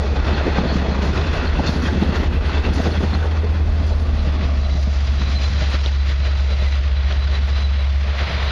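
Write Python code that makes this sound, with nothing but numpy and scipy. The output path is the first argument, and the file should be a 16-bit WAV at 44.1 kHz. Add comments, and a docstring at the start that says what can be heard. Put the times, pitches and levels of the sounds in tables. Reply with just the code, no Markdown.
"""Passing train with two diesel locomotives

A passenger train with a diesel locomotive at each end rolls past the trackside. The exhaust hums are
harmonics of the engine cycle, Doppler-shifted: the front one recedes, the rear one nears, passes and
drops in pitch, and the two beat. Wheels roar and hiss as shaped noise, thump over rail joints as damped
oscillations and ring as resonances. A fast gain control pumps the quiet layers against the hum."""
import sys
import numpy as np
from scipy import signal
from scipy.fft import rfft, irfft, next_fast_len
from scipy.io import wavfile
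from scipy.ndimage import uniform_filter1d, map_coordinates

SR = 44100
rng = np.random.default_rng(int(sys.argv[2]) if len(sys.argv) > 2 else 0)


def bounce(signal):
    """Save signal as a 16-bit WAV file at the path given by the first command-line argument."""
    frames = np.transpose(np.atleast_2d(signal))
    limited = np.clip(frames, -1, 1)
    pcm = np.round(limited * 32767).astype(np.int16)
    wavfile.write(sys.argv[1], SR, pcm)


def boost_factor(decibels):
    """Convert a level in decibels to a linear amplitude factor."""
    exponent = np.asarray(decibels, float) / 20
    return 10 ** exponent


N = 375291


def unit(x):
    """Normalization: scales a signal to rms 1."""
    return x / np.sqrt(np.mean(x ** 2) + 1e-20)


def curves(rows):
    """Linear interpolation: one value per sample for each column after the time."""
    s, *columns = np.transpose(rows)
    return [np.interp(np.arange(N) / SR, s, column) for column in columns]


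def wobble(rate):
    """Random modulation: a smooth curve through Gaussian knots, rate knots a second."""
    knots = rng.standard_normal(int(N * rate / SR) + 4)
    return map_coordinates(knots, [np.arange(N) * rate / SR])


def filtered(x, response):
    """Linear filtering: multiplies the spectrum of x by a response of frequency."""
    m = next_fast_len(N + 8192)
    return irfft(rfft(x, m) * response(np.fft.rfftfreq(m, 1 / SR)), m)[:N]


def rush(spectrum, patchy_db):
    """Spectral shaping: coloured noise of rms 1 with random gain patches in time and frequency."""
    z = signal.stft(rng.standard_normal(N), nperseg=512)[2]
    field = uniform_filter1d(rng.standard_normal(z.shape), size=5, axis=0)
    field = uniform_filter1d(field, size=8, axis=1)
    noise = signal.istft(z * boost_factor(patchy_db * unit(field)), nperseg=512)[1][:N]
    hz, db = np.transpose(spectrum)
    return unit(filtered(noise, lambda f: boost_factor(np.interp(np.log(f + 1), np.log(hz), db))))


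def band(hz, width, drift=0):
    """Resonance: rms-1 noise on a quadrature carrier whose pitch may wander by a share drift."""
    swing = [filtered(rng.standard_normal(N), lambda f: 1 / (1 + (f / width * 2) ** 2)) for _ in range(2)]
    turn = 2 * np.pi * np.cumsum(hz * (1 + drift * wobble(7))) / SR
    return unit(swing[0] * np.cos(turn) + swing[1] * np.sin(turn))


def knocks(rows, cycles):
    """Damped oscillation: soft-edged knocks whose envelope peaks after a number of cycles."""
    out = np.zeros(N + SR)
    for s, db, hz in rows:
        u = np.arange(int(6 * cycles * SR / hz)) * hz / SR  # time in cycles
        envelope = np.exp(1 - u / cycles) * u / cycles
        out[round(s * SR):][:len(u)] += boost_factor(db) * np.sin(2 * np.pi * u) * envelope
    return out[:N]


FIRING_HZ, SPEED_M_S, TRACK_M = 73.527, 23.94, 12.22  # firing rate at rest, train speed, distance to track
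REV_UP_S = 7.07


def heard(passes_s, rev_up_hz=0):
    """Doppler effect: firing pitch is raised while the engine nears, lowered once it has passed."""
    t = np.arange(N) / SR
    along = SPEED_M_S * (t - passes_s)
    firing = FIRING_HZ + rev_up_hz * (t > REV_UP_S)
    recession = SPEED_M_S * along / np.hypot(along, TRACK_M)
    return firing / (1 + recession / 343)  # speed of sound in m/s


def exhaust(hz, rows, uneven):
    """Harmonic synthesis: the firing tone plus weaker multiples of the engine cycle, each swelling."""
    db, = curves(rows)
    t = np.arange(N) / SR
    sounding = (t >= rows[0][0]) & (t < rows[-1][0] + .05)
    turn = 2 * np.pi * np.cumsum(hz * sounding) / SR
    tone = np.cos(turn)
    for multiple, level_db in uneven:
        partial = np.cos(turn * multiple / 9 + 2 * np.pi * rng.random())  # nine firings a cycle
        tone += boost_factor(level_db + 2.5 * wobble(2)) * partial
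    fade = uniform_filter1d(sounding * 1., size=4001, mode="nearest")
    return np.sqrt(2) * boost_factor(db) * fade * tone


# front exhaust hum, firing tone: t/s, level/dB
FRONT_HUM = [(0.0, -19.5), (0.5, -24.5), (0.9, -21.7), (1.55, -23.3), (1.95, -27), (2.3, -23.5),
             (2.85, -30), (3.15, -28), (3.6, -33)]
# rear exhaust hum, firing tone: t/s, level/dB
REAR_HUM = [(0.0, -29), (0.3, -24), (0.75, -36), (1.0, -28), (1.25, -23), (1.6, -26), (2.0, -23),
            (2.8, -22.7), (3.15, -18.5), (3.7, -17.2), (4.3, -18), (5.0, -17), (5.55, -19), (6.1, -16.9),
            (7.0, -16.7), (7.3, -17.4), (7.95, -16.5), (8.11, -18.5), (8.165, -23.5), (8.23, -20),
            (8.3, -28), (8.38, -21), (8.5, -20.7)]
# rear hum thrown back by what lies ahead of the train: t/s, level/dB
ECHO = [(4.792, -40), (5.45, -28), (6.25, -38), (6.7, -31), (7.0, -35), (7.35, -31), (7.8, -42), (8.5, -32)]
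# partials from uneven firings: multiple of the engine cycle, mean level re firing tone/dB
UNEVEN_FIRING = [(6, -19), (7, -15), (8, -22), (10, -28), (11, -27), (12, -27), (15, -26), (18, -31),
                 (21, -32), (24, -35), (27, -36)]


def engine_hums():
    """Interference: two Doppler-shifted hums and an echo raised in pitch beat; the rear engine revs up."""
    front = exhaust(heard(passes_s=-0.954), FRONT_HUM, UNEVEN_FIRING)
    rear = exhaust(heard(passes_s=4.249, rev_up_hz=0.69), REAR_HUM, UNEVEN_FIRING)
    return front + rear + exhaust(78.17, ECHO, [])


# part of the noise from the rear locomotive rather than the coaches: t/s, share (0-1)
LOCOMOTIVE_SHARE = [(0, 0.11), (3, 0.11), (3.6, 0.07), (4.6, 0.87), (5.3, 0.95), (8.51, 1)]


def blend(coaches, loco):
    """Power-preserving crossfade: coach sound gives way to the rear locomotive."""
    share = curves(LOCOMOTIVE_SHARE)[0]
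    return np.sqrt(1 - share) * coaches + np.sqrt(share) * loco


def unsteady():
    """Modulation depth: share of flicker left, as the locomotive sounds steadier than the coaches."""
    return 1 - 0.55 * curves(LOCOMOTIVE_SHARE)[0]


# short rises and dips of roar, growl and hiss: t/s, roar gain/dB, growl gain/dB, hiss gain/dB
RISES_AND_DIPS = [(0.29, 0, 11, 4.5), (0.4, -4, 3, 1), (0.48, 9.5, 8, -0.5), (0.58, 4, 5, 3.5),
                  (0.78, 4, -2, 3.5), (0.93, -12, 0, 0.5), (0.99, -2, -4, -2), (1.04, 0.5, 7, 3),
                  (1.18, 5, 1, 2), (1.35, -4, 6, 2.5), (1.6, 6, 6, 1.5), (1.68, 4, -15, 3.5),
                  (1.77, 4, -1, 0.5), (1.86, -2, -4, 3), (2.03, 10, 5.5, 5), (2.15, 3, -3, 4.5),
                  (2.21, 5, 5, 3.5), (2.35, 5, -9, 3.5), (2.49, 6, 3, 4), (2.57, 0, 5, 4.5),
                  (2.68, 5, 5, 4), (2.79, 1, 6, 1.5), (2.87, 12.5, 12, 3), (3.04, 9, 7.5, 2),
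                  (3.14, 0, 3, 0.5), (3.25, -1, 9, 1.5), (3.6, 3, 2, 0.5), (3.82, 8, 0, 2),
                  (3.92, 3, 14, 0.5), (4.17, 1, 7, 0.5), (4.28, 6, 8, 4), (4.35, 3.5, 2, 2.5),
                  (4.45, -1, 6.5, 3.5), (4.76, 3, 9.5, -0.5), (4.88, -5, 8, -1), (5.21, 7, 3, 1.5),
                  (5.31, -3, -1, 2), (5.44, -5, 2, 3.5), (5.625, 7, 10, 5), (5.7, 5, 0, 1.5),
                  (5.745, 6, 7, 6), (5.87, 0, 5, 3), (6.1, 5, 4, 5.5), (6.27, 6, 6, 5.5), (6.39, -2, -3, 3),
                  (6.52, 3, 7.5, 3.5), (6.63, 9, 4, 5), (6.75, 7, -4, 3.5), (7.11, 3, 7, 5),
                  (7.35, 0.5, 5, 4.5), (7.49, -2, 4, 2), (7.59, 0, 5, 5.5), (7.8, 1, 4, 1),
                  (8.09, 1, 4, 2.5), (8.22, 6, 5.5, 3)]
# Gaussian half width of a rise or dip: one entry each for roar, growl and hiss [s]
RISE_WIDTHS = [0.013, 0.013, 0.024]


def rises_and_dips():
    """Amplitude modulation: gain in dB of roar, growl and hiss, a sum of short Gaussian rises and dips."""
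    t = np.arange(0, N, 64) / SR  # a coarse grid suffices
    s, *gains = np.transpose(RISES_AND_DIPS)
    sums = [db @ np.exp(-.5 * ((t - s[:, None]) / width) ** 2) for db, width in zip(gains, RISE_WIDTHS)]
    return [np.interp(np.arange(N) / SR, t, row) for row in sums]


def thuds(roar_db):
    """Random impacts: wheel flats and loose parts under the coaches thud at a level tied to the roar."""
    when, size, pitch = rng.random((190, 3)).T
    s = when * (N - 1) / SR
    db = roar_db[(s * SR).astype(int)] - 1 + 10 * (size - .5)
    return knocks(zip(s, db, 300 * 2.4 ** (pitch - .5)), cycles=0.7)


# running gear before rises and dips: t/s, low roar level/dB, growl level/dB
RUNNING_GEAR = [(0.0, -32, -32), (0.35, -27.5, -34), (0.7, -27.5, -30), (1.25, -27, -35), (1.5, -30.5, -36),
                (1.9, -24.5, -31.5), (2.42, -32, -35), (2.6, -32, -37), (3.0, -28, -35), (3.4, -36, -37.5),
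                (4.12, -35, -42.5), (4.4, -28.5, -39), (4.9, -37, -45.5), (5.3, -27, -42.5),
                (5.8, -34, -43), (6.0, -33.5, -45), (6.6, -35, -40), (6.8, -36, -42), (7.3, -31, -40),
                (7.97, -38.5, -44.5), (8.1, -31, -38), (8.17, -37, -39.5), (8.3, -32, -38.5),
                (8.51, -31, -35)]
# low roar spectrum of the coach bogies: f/Hz, relative level/dB
BOGIE_SPECTRUM = [(59, -32), (100, -2.5), (172, 0.5), (377, -5), (427, -18), (480, -16), (620, -36.5),
                  (1060, -120)]
# low roar spectrum of the locomotive's engine room: f/Hz, relative level/dB
ENGINE_ROOM_SPECTRUM = [(51, -18.5), (86, -6), (97, -13.5), (150, -16), (205, -21), (250, -27), (328, -31),
                        (460, -34.5), (600, -54), (1010, -120)]
# growl spectrum of the coach bodies: f/Hz, relative level/dB
BODY_SPECTRUM = [(250, -29.5), (430, 3), (503, -2), (900, -7), (1170, -30), (1980, -120)]
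# throaty growl spectrum of the locomotive: f/Hz, relative level/dB
THROAT_SPECTRUM = [(250, -18), (430, -3), (527, -3.5), (610, 1.5), (740, -7.5), (900, -16.5), (1170, -27.5),
                   (1980, -120)]


def running_gear():
    """Modulated broadband noise: a lumpy low roar, a throaty growl above it and random thuds."""
    roar_db, growl_db = np.add(curves(RUNNING_GEAR), rises_and_dips()[:2])
    roar_db = roar_db + 1.1 * unsteady() * wobble(18)
    growl_db = growl_db + 0.98 * unsteady() * wobble(18)
    lumps = boost_factor(unsteady() * (0.5 * wobble(10) + 1.1 * wobble(45)))
    roar = blend(rush(BOGIE_SPECTRUM, patchy_db=2.0), rush(ENGINE_ROOM_SPECTRUM, patchy_db=0.0))
    growl = blend(rush(BODY_SPECTRUM, patchy_db=2.5), rush(THROAT_SPECTRUM, patchy_db=-0.9))
    growl *= boost_factor(1.1 * unsteady() * wobble(60))
    noise = boost_factor(roar_db) * unit(lumps * roar) + boost_factor(growl_db) * unit(lumps * growl)
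    return noise + blend(thuds(roar_db), 0)


# wheels over rail joints: t/s, envelope peak level/dB, f/Hz
RAIL_JOINTS = [(0.332, -18, 196), (0.484, -16, 190), (0.498, -21, 200), (0.583, -7, 190), (0.611, -14, 200),
               (0.653, -13, 202), (0.724, -15, 229), (0.755, -13, 180), (0.784, -20, 200),
               (0.822, -16, 198), (0.884, -19, 150), (0.917, -14, 186), (0.988, -16, 188),
               (1.091, -16, 188), (1.178, -22, 275), (1.26, -21, 287), (1.448, -28, 224), (1.587, -15, 258),
               (1.601, -11, 206), (1.69, -12, 187), (1.759, -22, 176), (1.834, -17, 230), (1.865, -14, 178),
               (1.926, -16, 260), (2.023, -10, 190), (2.043, -15, 230), (2.091, -12, 170),
               (2.197, -14, 200), (2.232, -13, 334), (2.323, -29, 131), (2.66, -19, 262), (2.704, -15, 184),
               (2.773, -16, 277), (2.798, -12, 219), (2.868, -16, 262), (2.972, -19.5, 190),
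               (3.006, -15, 300), (3.027, -23, 300), (3.13, -20, 226), (3.152, -19, 201), (3.8, -23, 171),
               (4.146, -20, 122), (4.268, -17, 174), (4.751, -17, 180), (4.872, -17.5, 178)]


def thumps():
    """Impact excitation: a low damped knock at each joint, with a short hard edge half a cycle in."""
    edge = [(s + 0.5 / hz, db - 9, hz * 3.0) for s, db, hz in RAIL_JOINTS]
    return knocks(RAIL_JOINTS, cycles=0.58) + knocks(edge, cycles=0.45)


# sudden bright hisses: t/s, treble gain before the rise and fade/dB, fade time/s
TREBLE_FLARES = [(0.73, 11, 0.022), (1.02, 7.5, 0.098), (1.66, 9.5, 0.3), (1.82, 6, 0.059),
                 (2.14, 4, 0.042), (2.73, 14, 0.091), (3.86, 6.5, 0.062), (3.99, 3, 0.11), (5.29, 5, 0.038),
                 (5.43, 3, .05), (5.66, 2, 0.099), (7.12, 6, .04), (7.6, 2, .04)]


def flares():
    """Transient envelope: dB gained by the treble, a quick exponential rise and a slow fade."""
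    gain = np.zeros(N)
    for s, db, fade in TREBLE_FLARES:
        since = np.clip(np.arange(N) / SR - s, 0, None)
        gain += db * (1 - np.exp(-since / 0.0043)) * np.exp(-since / fade)
    return gain


# wheels on rails before rises and dips: t/s, hiss level/dB, treble level re hiss/dB
ROLLING_HISS = [(0.0, -34.5, -11), (0.14, -35, -15), (0.35, -29.5, -17.5), (0.9, -33, -17.5),
                (1.3, -31, -16), (1.95, -33.5, -18), (2.4, -34.5, -18), (2.6, -32.5, -18),
                (3.1, -33.5, -14.5), (3.45, -37, -15.5), (4.1, -39, -13.5), (4.4, -38, -15.5),
                (4.86, -39, -8.5), (5.1, -36.5, -12.5), (5.5, -34.5, -11.5), (5.7, -34.5, -13),
                (5.8, -36.5, -12), (6.0, -37.5, -14), (6.7, -36.5, -15), (6.9, -36.5, -19.5),
                (7.4, -36, -17.5), (8.04, -36.5, -17.5), (8.14, -35, -20), (8.18, -32.5, -18),
                (8.25, -32, -20.5), (8.35, -32, -20), (8.51, -28.5, -21)]
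# rolling spectrum of the coaches: f/Hz, relative level/dB
COACH_SPECTRUM = [(410, 0.5), (700, 0), (1230, 0), (1410, -3), (1950, -6.5), (2290, -8.5), (2610, -12),
                  (3090, -9), (4300, -11), (6560, -21.5), (7200, -28), (7700, -34), (10000, -80.5),
                  (16900, -120)]
# rolling spectrum of the locomotive: f/Hz, relative level/dB
LOCO_SPECTRUM = [(410, -25), (700, -3.5), (782, -3.5), (1490, -1.5), (1610, -4), (1950, -2), (3740, -6),
                 (4050, -5), (6050, -17), (7250, -25.5), (7700, -46), (10000, -61), (16900, -120)]
# ringing wheel modes: f/Hz, width/Hz, coach level re hiss/dB, locomotive level re hiss/dB
WHEEL_MODES = [(1464, 310, -9.5, -31), (1900, 360, -13.5, -14.5), (2593, 300, -12.5, -29),
               (3442, 310, -18, -18), (4370, 440, -20.5, -28.5), (4870, 99, -40.5, -19.5),
               (5840, 120, -38, -26)]


def rolling():
    """Rolling contact: broadband hiss of steel on steel with flickering, wandering wheel modes."""
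    hiss_db, bright_db = np.add(curves(ROLLING_HISS), [rises_and_dips()[2], flares() + 0.84 * wobble(17)])
    hiss = blend(rush(COACH_SPECTRUM, patchy_db=1.1), rush(LOCO_SPECTRUM, patchy_db=0.9))
    # each ringing band wanders randomly in pitch and level
    for hz, width, coach_db, loco_db in WHEEL_MODES:
        mode_level = blend(boost_factor(coach_db), boost_factor(loco_db)) * boost_factor(1.2 * wobble(14))
        hiss += mode_level * band(hz, width, drift=0.015)
    treble = filtered(hiss, lambda f: 1 / (1 + (4600 / (f + 1)) ** 8))
    hiss += unit(treble) * boost_factor(bright_db) - treble  # sets the treble level re hiss
    rattle = boost_factor(0.58 * unsteady() * wobble(18) + 1.08 * wobble(120))
    return boost_factor(hiss_db) * hiss * rattle


def clanks():
    """Exponential decay: each joint also throws a short burst of rolling noise."""
    blows = np.zeros(N)
    for s, db, _ in RAIL_JOINTS:
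        blows[round(s * SR)] = boost_factor(db - 21.5)
    decay = np.exp(-np.arange(SR // 10) / SR / 0.012)
    return signal.fftconvolve(blows, decay)[:N] * rush(COACH_SPECTRUM, patchy_db=2.5)


# sharp ticks: t/s, envelope peak level/dB, f/Hz
SHARP_TICKS = [(0.484, -25, 710), (0.584, -15, 900), (1.593, -18, 860), (2.028, -20, 820),
               (2.035, -22, 3930), (2.8, -17, 674), (3.133, -25, 1500), (3.15, -28, 1100),
               (5.861, -12.5, 3650), (7.1246, -21, 3270)]


def ticks():
    """Impulsive excitation: sharp damped ticks with a duller knock underneath."""
    body = [(s, db - 9, hz / 9.0) for s, db, hz in SHARP_TICKS]
    return knocks(SHARP_TICKS, cycles=1.5) + knocks(body, cycles=0.34)


# wheel squeaks and rings: middle t/s, peak level before roughness/dB, f/Hz, Gaussian half length/s
WHEEL_SQUEAKS = [(0.343, -32.5, 4220, .008), (0.393, -30, 1427, 0.017), (0.57, -36, 2583, .015),
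                 (0.597, -32, 4170, .006), (0.702, -31.5, 4310, 0.02), (0.929, -30, 4190, 0.0056),
                 (1.045, -43, 2713, .015), (1.055, -43, 4250, .015), (1.246, -34, 2713, .012),
                 (1.344, -37, 2580, 0.024), (1.37, -40, 4390, .008), (1.475, -33.5, 4260, .01),
                 (1.574, -33, 2660, 0.012), (1.68, -33, 4310, .01), (1.685, -32, 3610, 0.012),
                 (1.757, -41, 4170, 0.0078), (1.858, -32, 1851, .01), (1.86, -33, 3250, 0.011),
                 (1.866, -36, 2497, .01), (1.89, -27, 1593, .008), (2.164, -38, 1450, 0.012),
                 (2.24, -31, 2040, .01), (2.36, -39, 2670, 0.02), (2.518, -40, 2540, .012),
                 (2.541, -35, 2024, .012), (2.575, -35, 3488, .012), (2.658, -30.5, 2670, 0.014),
                 (2.928, -35, 4300, 0.0091), (2.972, -36, 3359, .012), (3.145, -33, 4200, .007),
                 (3.238, -30.5, 1490, 0.012), (3.93, -43, 4091, .01), (4.2, -38, 4048, .012),
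                 (4.652, -37.5, 4000, .012), (4.715, -39, 3940, 0.009), (4.923, -43, 3930, .012),
                 (5.207, -37, 3920, .018), (5.274, -38, 4000, .008), (5.37, -29, 4070, 0.012),
                 (5.452, -30.5, 4050, 0.013), (5.629, -34, 2024, 0.01), (5.631, -43, 4100, .01),
                 (6.012, -39, 4010, 0.013), (6.11, -42, 3960, .014), (6.242, -37, 4050, 0.014),
                 (6.53, -34, 3980, 0.0092), (6.605, -41, 3950, .008), (6.628, -41, 3600, .012),
                 (6.672, -33, 2024, 0.0097), (6.7, -44, 3990, .012), (6.978, -37, 3970, .009),
                 (7.07, -42, 3962, 0.0099), (7.216, -42, 3962, .009), (7.356, -33, 3950, 0.011),
                 (7.573, -41, 3940, .014), (7.655, -35, 3960, 0.016), (7.8, -41, 3920, .012),
                 (8.37, -46, 3920, .01), (8.492, -39, 4020, .012)]


def squeaks():
    """Tone bursts: Gaussian-enveloped sines, hoarse under the coaches, purer under the locomotive."""
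    t = np.arange(N) / SR
    out = np.zeros(N)
    for s, db, hz, half in WHEEL_SQUEAKS:
        near = slice(int((s - 4 * half) * SR), int((s + 4 * half) * SR))
        envelope = np.exp(-.5 * ((t[near] - s) / half) ** 2)
        out[near] += boost_factor(db) * envelope * np.sin(2 * np.pi * hz * t[near])
    return out * blend(0.25 + 0.9 * wobble(554), boost_factor(1.2 * wobble(100)))


# rear locomotive abreast: t/s, level/dB
ABREAST_LEVEL = [(3, -68), (3.4, -47), (4, -42.5), (4.5, -39.5), (4.9, -46.5), (5.4, -45.5), (5.9, -68)]
# its fan and intake bands: f/Hz, width/Hz, mean relative level/dB
INTAKE_BANDS = [(214.8, 120, 5.5), (638, 240, 0.5), (1160, 220, -5)]


def flank():
    """Resonant noise: fans and air intakes on the rear locomotive's side, loudest about abreast."""
    bands = sum(boost_factor(db + 1.8 * wobble(25)) * band(hz, width) for hz, width, db in INTAKE_BANDS)
    return boost_factor(curves(ABREAST_LEVEL)[0]) * bands


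# thin whine before swells and flicker: t/s, level/dB
WHINE_LEVEL = [(4.3, -69), (4.7, -52), (5.0, -57), (5.5, -45), (5.8, -47), (6.06, -54), (6.2, -52),
               (6.5, -49), (6.72, -46.5), (6.9, -66), (7.0, -50), (7.35, -46), (7.44, -53), (7.55, -47),
               (7.84, -46.5), (7.95, -67), (8.51, -51)]


def whine():
    """Narrow-band noise: a wavering whine trails the rear locomotive, swelling at squeaks near its pitch."""
    t = np.arange(N) / SR
    near_pitch = [s for s, _, hz, _ in WHEEL_SQUEAKS if abs(hz - 3965) < 150]
    swell = sum(np.exp(-.5 * ((t - s) / 0.025) ** 2) for s in near_pitch)
    flicker = 1.5 * wobble(12) + 1.5 * wobble(40)
    db = curves(WHINE_LEVEL)[0] + 0.52 * rises_and_dips()[2] + 1.5 * swell + flicker
    return (t > WHINE_LEVEL[0][0]) * boost_factor(db) * band(hz=3965, width=110, drift=.004)


# ground rumble before its random wobble: t/s, level/dB
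GROUND_LEVEL = [(0.0, -29.5), (0.5, -24.5), (0.85, -32), (1.4, -23), (1.8, -29.5), (2.15, -25),
                (2.7, -22.5), (3.4, -35), (3.9, -22), (4.4, -25.5), (5.2, -39.5), (6.4, -51), (6.65, -27),
                (7, -42), (8.51, -50)]
# ground rumble spectrum: f/Hz, relative level/dB
RUMBLE_SPECTRUM = [(12, -30), (20, -22.5), (43, -7.5), (56, -16.5), (73, -7.5), (120, -120)]


def ground_rumble():
    """Low-frequency noise: ground rumble of slowly wobbling level."""
    return boost_factor(curves(GROUND_LEVEL)[0] + 1.5 * wobble(6)) * rush(RUMBLE_SPECTRUM, patchy_db=0.8)


# sizzle bands: f/Hz, relative level/dB
SIZZLE_SPECTRUM = [(7900, -56), (8250, 1), (8600, 2.5), (9000, -6), (9750, 6.5), (10500, -3), (11400, 3),
                   (12300, -6.5), (13000, -16.5), (13400, -54.5)]
# gain of the faint sizzle above the band limit: t/s, gain/dB
SIZZLE_GAIN = [(0, 2), (3.2, 6.5), (4, 8), (5.3, 1.5), (6.5, 3.5), (8.51, 9)]


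def sizzle():
    """Envelope following: faint patchy high bands track the treble of the hiss, with steeper flares."""
    treble_db = sum(curves(ROLLING_HISS)) + rises_and_dips()[2] + 1.23 * flares()
    db = treble_db - 25.5 + curves(SIZZLE_GAIN)[0]
    return boost_factor(db + 1.0 * wobble(30)) * rush(SIZZLE_SPECTRUM, patchy_db=4.5)


def scene():
    """Superposition: engine hums, running gear, wheels on rails, locomotive side and ground."""
    gear = running_gear() + thumps() + ground_rumble()
    wheels = rolling() + squeaks() + ticks() + clanks()
    return (engine_hums() + gear + wheels + flank() + whine())[None]


def gain_control(x, target_db, depth, window):
    """Dynamic compression: gain opposes the short-term power, so quiet layers swell when the hum dips."""
    size = int(window * SR)
    # absolute values guard against rounding below zero
    power = np.abs(uniform_filter1d(x ** 2, size=size, origin=(size - 1) // 2, axis=-1))
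    power = np.abs(uniform_filter1d(power, size=size // 2, axis=-1))
    return x * (power / boost_factor(2 * target_db) + 0.064) ** (-depth / 2)  # 0.064 bounds the gain


def top_cut(x):
    """Nothing passes above the cut-off."""
    return signal.sosfilt(signal.butter(12, 13390, fs=SR, output="sos"), x)


def record(dry):
    """Nonlinear transmission: gain control, soft clipping and a steep band limit; sizzle lies above it."""
    x = gain_control(dry, target_db=-16.5, depth=0.48, window=0.028)  # window in s
    hardness = 6.8
    x = x / (1 + np.abs(x / 0.55) ** hardness) ** (1 / hardness)
    limited = filtered(x[0], lambda f: 1 / (1 + (f / 7600) ** 60))
    mix = limited + sizzle()
    return top_cut(mix)


dry = scene()
out = record(dry)
bounce(out)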